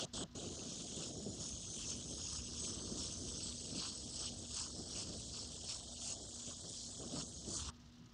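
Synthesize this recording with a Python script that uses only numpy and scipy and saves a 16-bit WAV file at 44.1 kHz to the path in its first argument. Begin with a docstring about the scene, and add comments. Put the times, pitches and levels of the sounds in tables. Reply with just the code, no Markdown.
"""An airbrush jet hisses along a stencil in a garage: two short trigger bursts, then one long spray.
The turbulent jet radiates broadband noise, which swells each time the hand sweeps it over the
stencil edge. The air breaks up on the card in a sputtering splash and buffets it with low noise.
The garage hums quietly behind, and a small microphone rolls off the top treble."""
import sys
import numpy as np
from scipy import signal
from scipy.fft import rfft, irfft
from scipy.io import wavfile
from scipy.ndimage import uniform_filter1d

SR = 44100
rng = np.random.default_rng(int(sys.argv[2]) if len(sys.argv) > 2 else 0)


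def output_pcm(signal):
    """Save a mono or channel-first signal as 16-bit PCM at the path in sys.argv[1].

    Samples are clipped to [-1, 1] before scaling.
    """
    pcm = np.clip(np.atleast_2d(signal).T, -1, 1) * 32767
    wavfile.write(sys.argv[1], SR, np.round(pcm).astype(np.int16))


N = 358617
TIME = np.arange(N) / SR
JET, SPLASH, LOW_EDGE, BUFFET, RUMBLE = 1, 2, 3, 4, 5  # columns of SPRAY_LEVELS


def jet():
    """Turbulence radiates broadband hiss; droplets roughen it by amplitude modulation."""
    hz, t = grid(512)
    spectrum_db = unsteady_bands(jet_spectrum(hz, t), hz, t)
    hiss = noise(spectrum_db, size=512, patchy_db=1.8, patch_hz=400, patch_s=.04, flicker_db=.5)
    droplets = gain_of(1.4 * jitter(N, 60))
    sound = evened(hiss * droplets) + thin_tone()
    return gain_of(stroke(JET, TIME)) * sound * valve(open_s=.0025, shut_s=.0014)


# Spectra of the soft jet and of the hard jet over the edge: f/Hz, relative level/dB
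SOFT_SPECTRUM = [(1470, -69), (2500, -24), (3230, -4.5), (3760, -1), (4650, -18), (5250, -7), (6580, -5.5),
                 (7250, -6.5), (8190, 2), (8810, -17.5), (9540, -19), (10100, -35), (10700, -50),
                 (13900, -108), (22000, -120)]
HARD_SPECTRUM = [(1350, -36), (2300, -14.5), (2840, -2), (3380, -4.5), (3820, -8.5), (4380, 1.5), (5450, 1),
                 (6080, -2), (6690, -3), (7330, -3.5), (7970, -3.5), (9540, -16.5), (10700, -35),
                 (13900, -136), (22000, -120)]
# Five resonances of the hiss, and three bands that the sweeps lift or lower: f/Hz, width/Hz
JET_RESONANCES = [(3270, 860), (4470, 350), (5400, 510), (8000, 720), (9500, 530)]
EDGE_BANDS = [(3400, 780), (5400, 220), (6800, 390)]
# Slow turn of the hand: t/s, sheen (a treble peak) f/Hz, sheen lift/dB, lift/dB of each resonance
HAND_TURN = [(0, 6800, 5, -2, -1, -7, -7, -1), (.2, 6800, 6.5, 12.5, -4, 3, 5.5, 2),
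             (.5, 6800, 2.5, -6, -2, -8, -9.5, -2), (1.0, 6400, 1.5, -0.5, -3, -3, -2.5, 0),
             (1.3, 6900, 14.5, 2.5, -0.5, 7, -1.5, 11), (1.8, 6280, 5.5, -3.5, -3, -7.5, -3, 2),
             (2.3, 6570, 11.5, 5.5, -1.5, 10.5, 1.5, 11), (2.8, 6350, 8.5, 3.5, 3.5, 4.5, 2, 5),
             (3.3, 6340, 9, 0.5, 0, 2.5, 2, 4), (3.8, 6500, 7.5, 2.5, 8, 3.5, 4, 6.5),
             (4.5, 6650, 6.5, 4, 3.5, 6, 3.5, 4), (5.3, 6600, 1.5, -3.5, 3.5, 0, 0, -1.5),
             (6.1, 6900, 4, 1.5, 0, 0, -0.5, 2.5), (6.9, 6900, 7, -2.5, 2, 1.5, 0.5, 2),
             (7.5, 6470, 3, -5.5, 1.5, -2.5, -2, 1.5), (7.7, 6670, 1, 3.5, -4.5, 1, -2, 0)]
def jet_spectrum(hz, t):
    """Resonances shape a noise spectrum that turns from soft to hard as the jet grows louder."""
    soft_db, hard_db = -78.5, -35  # jet levels at which each spectrum is reached
    hardness = ramp((stroke(JET, t) - soft_db) / (hard_db - soft_db))
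    db = read(SOFT_SPECTRUM, hz) * (1 - hardness) + read(HARD_SPECTRUM, hz) * hardness
    for column, (f, width) in enumerate(JET_RESONANCES, start=3):
        db += bump(hz, f, width) * (control(HAND_TURN, column, t) + .66 * drift(t, .13))
    sheen_hz = control(HAND_TURN, 1, t) + 90 * drift(t, .06)
    sheen_db = control(HAND_TURN, 2, t) + 1.8 * drift(t, .077)
    db += bump(hz, sheen_hz, 280) * sheen_db
    for column, (f, width) in enumerate(EDGE_BANDS, start=6):
        db += bump(hz, f, width) * swells(EDGE_SWEEPS, column, t)
    db -= 2.5 * bump(hz, THIN_TONE_HZ, 320)  # the hiss dips around the thin tone
    return db - power_db(db)  # same power in every frame


def unsteady_bands(db, hz, t):
    """Band-wise amplitude modulation: the low edge of the hiss comes and goes, the rest wavers."""
    edge_db = power_db(db[(hz[:, 0] > 2150) & (hz[:, 0] < 2850)])
    db = db + ramp((3200 - hz) / 400) * (stroke(LOW_EDGE, t) + sputter_db(t) - edge_db)
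    db += ramp((hz - 6800) / 800) * 2.36 * jitter(len(t), 2)  # the treble flickers
    db += ramp((4200 - hz) / 800) * 2.57 * jitter(len(t), 6)  # the low hiss wavers
    gaps = ramp(jitter(len(t), 2) - 1.6)  # the lower hiss drops out for an instant
    return db - 12 * gaps * ramp((5200 - hz) / 1500)


THIN_TONE_HZ = 7985
def thin_tone():
    """Narrow-band noise is heard as a thin, flickering 8 kHz tone."""
    fading = gain_of(7 * np.tanh(1.5 * jitter(N, 600)))
    level_db = control(HAND_TURN, 6, TIME) - 12.5  # re the hiss; follows the fourth resonance
    return gain_of(level_db) * evened(tone(THIN_TONE_HZ, width_hz=110) * fading)


# Slow course of the spray: t/s, then level/dB of jet, splash (re jet), low edge (re jet), buffet, rumble
SPRAY_LEVELS = [(0.0, -44, -12, -17, -51.5, -62), (0.04, -46.5, -15, -20, -47, -65),
                (0.15, -43.5, -18.5, -19, -52.5, -50), (0.23, -47, -12.5, -19, -45.5, -57),
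                (0.36, -50.5, -15, -13, -49, -58), (0.5, -51.5, -16, -18, -48.5, -58),
                (0.8, -49.5, -17.5, -19, -53, -67), (1.2, -54, -20.5, -21.5, -50, -57.5),
                (1.65, -49, -23, -21, -56, -56.5), (2.1, -51.5, -23, -20.5, -56.5, -55),
                (2.8, -49.5, -17.5, -20, -58, -54), (3.3, -50.5, -23.5, -23.5, -50.5, -52),
                (3.7, -51, -24.0, -21, -63, -59.5), (4.4, -53, -21.0, -21.5, -62.5, -57),
                (5.2, -51.5, -22, -21.5, -57, -56), (5.9, -52.5, -23, -23, -63.5, -58),
                (6.4, -55.5, -19, -32.5, -65.5, -62), (7.0, -52.5, -17.5, -23, -62, -59.5),
                (7.4, -53.5, -24.5, -27.5, -60.5, -59.5), (7.7, -49.5, -10, -10, -60.5, -48.5)]
# Sweeps over the stencil edge: peak t/s, rise/s, fall/s, swell/dB of jet, splash and low edge,
# lift/dB of each of the EDGE_BANDS
EDGE_SWEEPS = [(1.055, 0.096, 0.041, 5.5, 2, 4, 3.5, 2, 2.5),
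               (1.426, 0.032, 0.066, 5.8, 2.5, -3.5, 2.1, 2, -0.5),
               (1.914, 0.12, 0.035, 4.8, 3.5, 2, 0, 5, 3.3), (2.358, 0.23, 0.028, 5.5, 0.5, -1, 0, -3, 1),
               (2.653, 0.1, 0.075, 4.7, -2.5, 0, -0.8, -2.5, 1.5),
               (3.01, 0.041, 0.13, 5.1, 2.5, 2, 3, 4, 2.1), (3.491, 0.2, 0.036, 3.5, 4.5, 3, 0.5, 0, -1),
               (3.823, 0.068, 0.089, 7.2, 6.5, 4.5, 5, 2, 1),
               (4.255, 0.114, 0.043, 7.8, 0.5, 1.5, -1.4, 3.5, -2),
               (4.584, 0.061, 0.083, 8, 6.5, 7.5, -2.5, -1, -1),
               (4.994, 0.074, 0.041, 7.9, 4, 5.5, -0.9, 2.5, -2),
               (5.378, 0.041, 0.065, 4.5, 4, 4.5, 2, 3, -1.4),
               (5.705, 0.036, 0.063, 8.7, 4.5, 9.5, 0.5, 5.5, -1),
               (6.1, 0.099, 0.051, 9.9, -1, 8.0, -4.5, -1.5, 3.5),
               (6.49, 0.21, 0.048, 6.3, -0.5, 8, -3, -2, 0),
               (6.852, 0.25, 0.071, 4.1, -10, 2.5, -1, -2.5, -1.5),
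               (7.199, 0.07, 0.033, 8.4, 2.5, 8.5, 5, 3.5, -1),
               (7.556, 0.075, 0.063, 8.1, -3.0, -9, -4.5, -7, 1.5)]
def stroke(part, t):
    """Gains add in decibels: slow course plus sweeps; the splash also takes a share of each gust."""
    gust_db = .27 * swells(CARD_GUSTS, 3, t) if part == SPLASH else 0
    return control(SPRAY_LEVELS, part, t) + swells(EDGE_SWEEPS, part + 2, t) + gust_db


# Trigger strokes: pressed t/s, released t/s
TRIGGER_PULLS = [(0, 0.051), (0.138, 0.237), (0.354, 7.7)]
def valve(open_s, shut_s):
    """Exponential growth and decay of the flow, which is 1 while the trigger is down."""
    flow = np.zeros(N)
    for start, end in TRIGGER_PULLS:
        rise = np.exp(np.minimum(TIME - start, 0) / open_s)
        fall = np.exp(-np.maximum(TIME - end, 0) / shut_s)
        flow = np.maximum(flow, rise * fall)
    return flow


# Spectrum of the air striking the card: f/Hz, relative level/dB
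SPLASH_SPECTRUM = [(600, -29), (850, -0.5), (1150, 6.5), (1500, -0.5), (1800, -9.5), (2100, -16.5),
                   (2500, -30), (3200, -57)]
def splash():
    """Jet impingement: air breaking up on the card radiates a weak, sputtering middle band."""
    hz, _ = grid(256)
    spectrum_db = read(SPLASH_SPECTRUM, hz)
    spatter = noise(spectrum_db, size=256, patchy_db=2.5, patch_hz=900, patch_s=.016, flicker_db=2)
    level_db = stroke(JET, TIME) + stroke(SPLASH, TIME) + sputter_db(TIME)
    return gain_of(level_db) * spatter * valve(open_s=.0034, shut_s=.016)


# Spectra of the shaking card and of the deep rumble: f/Hz, relative level/dB
BUFFET_SPECTRUM = [(60, -41), (110, -7), (140, -5), (200, -3.5), (320, -7), (500, -11.5), (680, -13),
                   (850, -25.5), (1300, -79)]
RUMBLE_SPECTRUM = [(20, -52), (40, -21), (63, 7.5), (90, 0.5), (125, -5), (170, -18.5), (300, -63)]
# Brightness of the buffeting: t/s, lift/dB of its upper band
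BUFFET_BRIGHTNESS = [(0, 5), (.5, -2), (1.2, -4), (2.0, -4), (2.9, -5), (3.6, -5.5), (4.4, 4.5), (5.2, -3),
                     (6.0, 12.5), (6.6, 2), (7.1, 2.5), (7.7, -1)]
# Gusts in which the card flaps harder: peak t/s, rise/s, fall/s, swell/dB
CARD_GUSTS = [(1.006, 0.044, 0.025, 3), (1.272, 0.039, 0.052, 4.5), (1.98, 0.1, 0.26, 4),
              (2.66, 0.039, 0.34, 7.5), (2.894, 0.031, 0.15, 4.5), (3.288, 0.021, 0.023, -1),
              (3.773, 0.14, 0.056, 12), (4.122, 0.36, 0.15, 7), (4.445, 0.17, 0.02, 5),
              (4.81, 0.069, 0.1, 8), (5.126, 0.15, 0.054, 9), (6.273, 0.17, 0.069, 5),
              (6.5, 0.037, 0.017, 9.5), (6.653, 0.029, 0.054, 13), (7.004, 0.01, 0.083, 14),
              (7.152, 0.055, 0.095, 12.5), (7.509, 0.062, 0.067, 11)]
def buffeting():
    """Flow-induced vibration: the card and the air around it shake, giving lumpy noise over a rumble."""
    hz, t = grid(1024)
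    lift_db = control(BUFFET_BRIGHTNESS, 1, t) - .19 * swells(CARD_GUSTS, 3, t)  # gusts sound duller
    card_db = read(BUFFET_SPECTRUM, hz) + bump(hz, 832, 230) * lift_db
    card = noise(card_db, size=1024, patchy_db=1.5, patch_hz=200, patch_s=.04, flicker_db=1.75)
    card *= gain_of(control(SPRAY_LEVELS, BUFFET, TIME) + swells(CARD_GUSTS, 3, TIME))
    rumble_db = read(RUMBLE_SPECTRUM, grid(2048)[0])
    rumble = noise(rumble_db, size=2048, patchy_db=0, patch_hz=60, patch_s=.05, flicker_db=1.3)
    rumble *= gain_of(control(SPRAY_LEVELS, RUMBLE, TIME))
    return (card + rumble) * valve(open_s=.0043, shut_s=.014)


def dropouts(sound, low_hz=900, high_hz=3050, depth_db=22):
    """In the long spray the middle band drops out in brief patches, more often when weak."""
    hz, t, spectra = signal.stft(sound, SR, nperseg=256, noverlap=192)
    hz = hz[:, None]
    band = ramp(np.minimum(hz - low_hz, high_hz - hz) / 300)
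    upper = ramp((hz - 1800) / 500)
    band_db = stroke(JET, t) + (1 - upper) * stroke(SPLASH, t) + upper * stroke(LOW_EDGE, t)
    chance = 1.18 * patches(256, 1300, .009) + .56 * patches(256, 700, .031)
    weakness = .11 * (-72 - band_db) - .4
    holes = ramp(2 * (chance[:, :len(t)] + weakness))
    start, end = TRIGGER_PULLS[-1]
    spectra *= gain_of(-depth_db * band * holes * ((t > start) & (t < end)))
    return signal.istft(spectra, SR, nperseg=256, noverlap=192)[1][:N]


# Spectrum of the room noise: f/Hz, relative level/dB
ROOM_SPECTRUM = [(18, -62), (35, -28), (64, -3), (110, -4.5), (200, -13), (310, -15), (390, -26.5),
                 (1000, -28), (1700, -29), (2400, -35), (2900, -27), (5700, -28.5), (7000, -35.5),
                 (10000, -56), (22000, -120)]
# Hum tones of the room: f/Hz, width/Hz, level/dB
HUM_TONES = [(240, 4, -64), (63, 8, -69), (1000, 3, -85), (1249, 3, -86)]
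def garage(air_db=-61):
    """Ambient noise: a continuous spectrum whose treble flickers, with a few spectral lines of hum."""
    hz, t = grid(512)
    treble_db = ramp((hz - 2500) / 4000) * 3.9 * jitter(len(t), 3)
    spectrum_db = read(ROOM_SPECTRUM, hz) + treble_db
    air = noise(spectrum_db, size=512, patchy_db=1.5, patch_hz=800, patch_s=.006, flicker_db=.3)
    return gain_of(air_db) * air + sum(gain_of(db) * hum(f, width) for f, width, db in HUM_TONES)


def hum(hz, width_hz):
    """Interference of a steady sine with narrow-band noise makes a wavering tone."""
    steady = np.sqrt(2) * np.sin(2 * np.pi * (hz * TIME + rng.random()))
    return evened(steady + 2.4 * tone(hz, width_hz))


def tone(hz, width_hz):
    """A narrow resonance passes only the noise near its own frequency."""
    pole = np.exp(-np.pi * width_hz / SR)
    carrier = np.exp(2j * np.pi * hz * TIME)
    envelope = rng.standard_normal(N) / carrier
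    for _ in range(2):
        envelope = signal.lfilter([1 - pole], [1, -pole], envelope)
    return evened((carrier * envelope).real)


def noise(spectrum_db, size, patchy_db, patch_hz, patch_s, flicker_db):
    """Fourier synthesis of shaped noise of rms 1, with random patches and a flicker common to all bins."""
    hz, t = grid(size)
    real, imaginary = rng.standard_normal((len(t), len(hz), 2)).T
    flicker = jitter(len(t), 3)
    db = spectrum_db + patchy_db * patches(size, patch_hz, patch_s) + flicker_db * flicker
    spectra = (real + 1j * imaginary) * gain_of(db)
    return evened(signal.istft(spectra, nperseg=size, noverlap=size - size // 4)[1][:N])


def patches(size, patch_hz, patch_s):
    """A random field of rms 1, correlated over one patch in frequency and time."""
    hz, t = grid(size)
    field = rng.standard_normal((len(t), len(hz))).T
    field = uniform_filter1d(field, max(1, round(patch_hz / hz[1, 0])), axis=0)
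    return evened(uniform_filter1d(field, max(1, round(patch_s / t[1])), axis=1))


def jitter(count, span):
    """A moving average correlates random values over span steps; rms 1."""
    return evened(uniform_filter1d(rng.standard_normal(count), span))


def drift(t, span_s):
    """A slow random fluctuation with correlation time span_s."""
    return np.interp(t * 200, np.arange(2000), jitter(2000, round(span_s * 200)))


def sputter_db(t):
    """Random level modulation, heard as sputtering."""
    return 2 * drift(t, span_s=.04)


def swells(events, column, t):
    """Superposed bells in dB, each with its own rise and fall."""
    rows = np.array(events)[:, :, None]
    late = t - rows[:, 0]
    span_s = np.where(late < 0, rows[:, 1], rows[:, 2])
    return np.sum(rows[:, column] * np.exp(-abs(late / span_s) ** 2.4), 0)  # flatter than a Gaussian


def control(table, column, t):
    """Linear interpolation of one column in time."""
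    rows = np.vstack(table)
    return np.interp(t, rows[:, 0], rows[:, column])


def read(spectrum, hz):
    """Interpolation of levels over logarithmic frequency."""
    f, db = np.transpose(spectrum)
    return np.interp(np.log(hz + 1), np.log(f + 1), db)


def grid(size):
    """Bin frequencies (a column) and frame times (a row) of short-time spectra with 75% overlap."""
    hop = size // 4
    return np.fft.rfftfreq(size, 1 / SR)[:, None], np.arange(N // hop + 5) * hop / SR


def bump(hz, centre_hz, width_hz):
    """A Gaussian peak of height 1."""
    return np.exp(-.5 * ((hz - centre_hz) / width_hz) ** 2)


def power_db(db):
    """Incoherent bins add in power: the total level of each frame."""
    return 10 * np.log10(np.sum(gain_of(db) ** 2, 0))


def ramp(x):
    return np.clip(x, 0, 1)


def gain_of(db):
    return 10 ** (np.asarray(db) / 20)


def evened(x):
    """Normalisation to rms 1."""
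    return x / np.sqrt(np.mean(x ** 2) + 1e-20)


def scene():
    """Superposition: the sources add in one channel, whose middle band then drops out in patches."""
    return dropouts(jet() + splash() + buffeting() + garage())[None]


# Frequency response of the small microphone: f/Hz, level/dB
MIC_RESPONSE = [(10, -30), (42, -5), (90, 0), (10060, 0), (10160, -6), (10900, -8), (11300, -30),
                (22000, -40)]
def record(dry):
    """A microphone is a band-pass filter: it cuts deep bass and top treble and adds faint self-noise."""
    response = gain_of(read(MIC_RESPONSE, np.fft.rfftfreq(2 * N, 1 / SR)))
    coloured = irfft(rfft(dry, 2 * N) * response)[:, :N]
    self_noise = gain_of(-89.5) * rng.standard_normal(dry.shape)
    band_limit = signal.firwin(511, cutoff=15720, window=("kaiser", 9), fs=SR)
    return signal.oaconvolve(coloured + self_noise, band_limit[None], "same")


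dry = scene()
out = record(dry)
output_pcm(out)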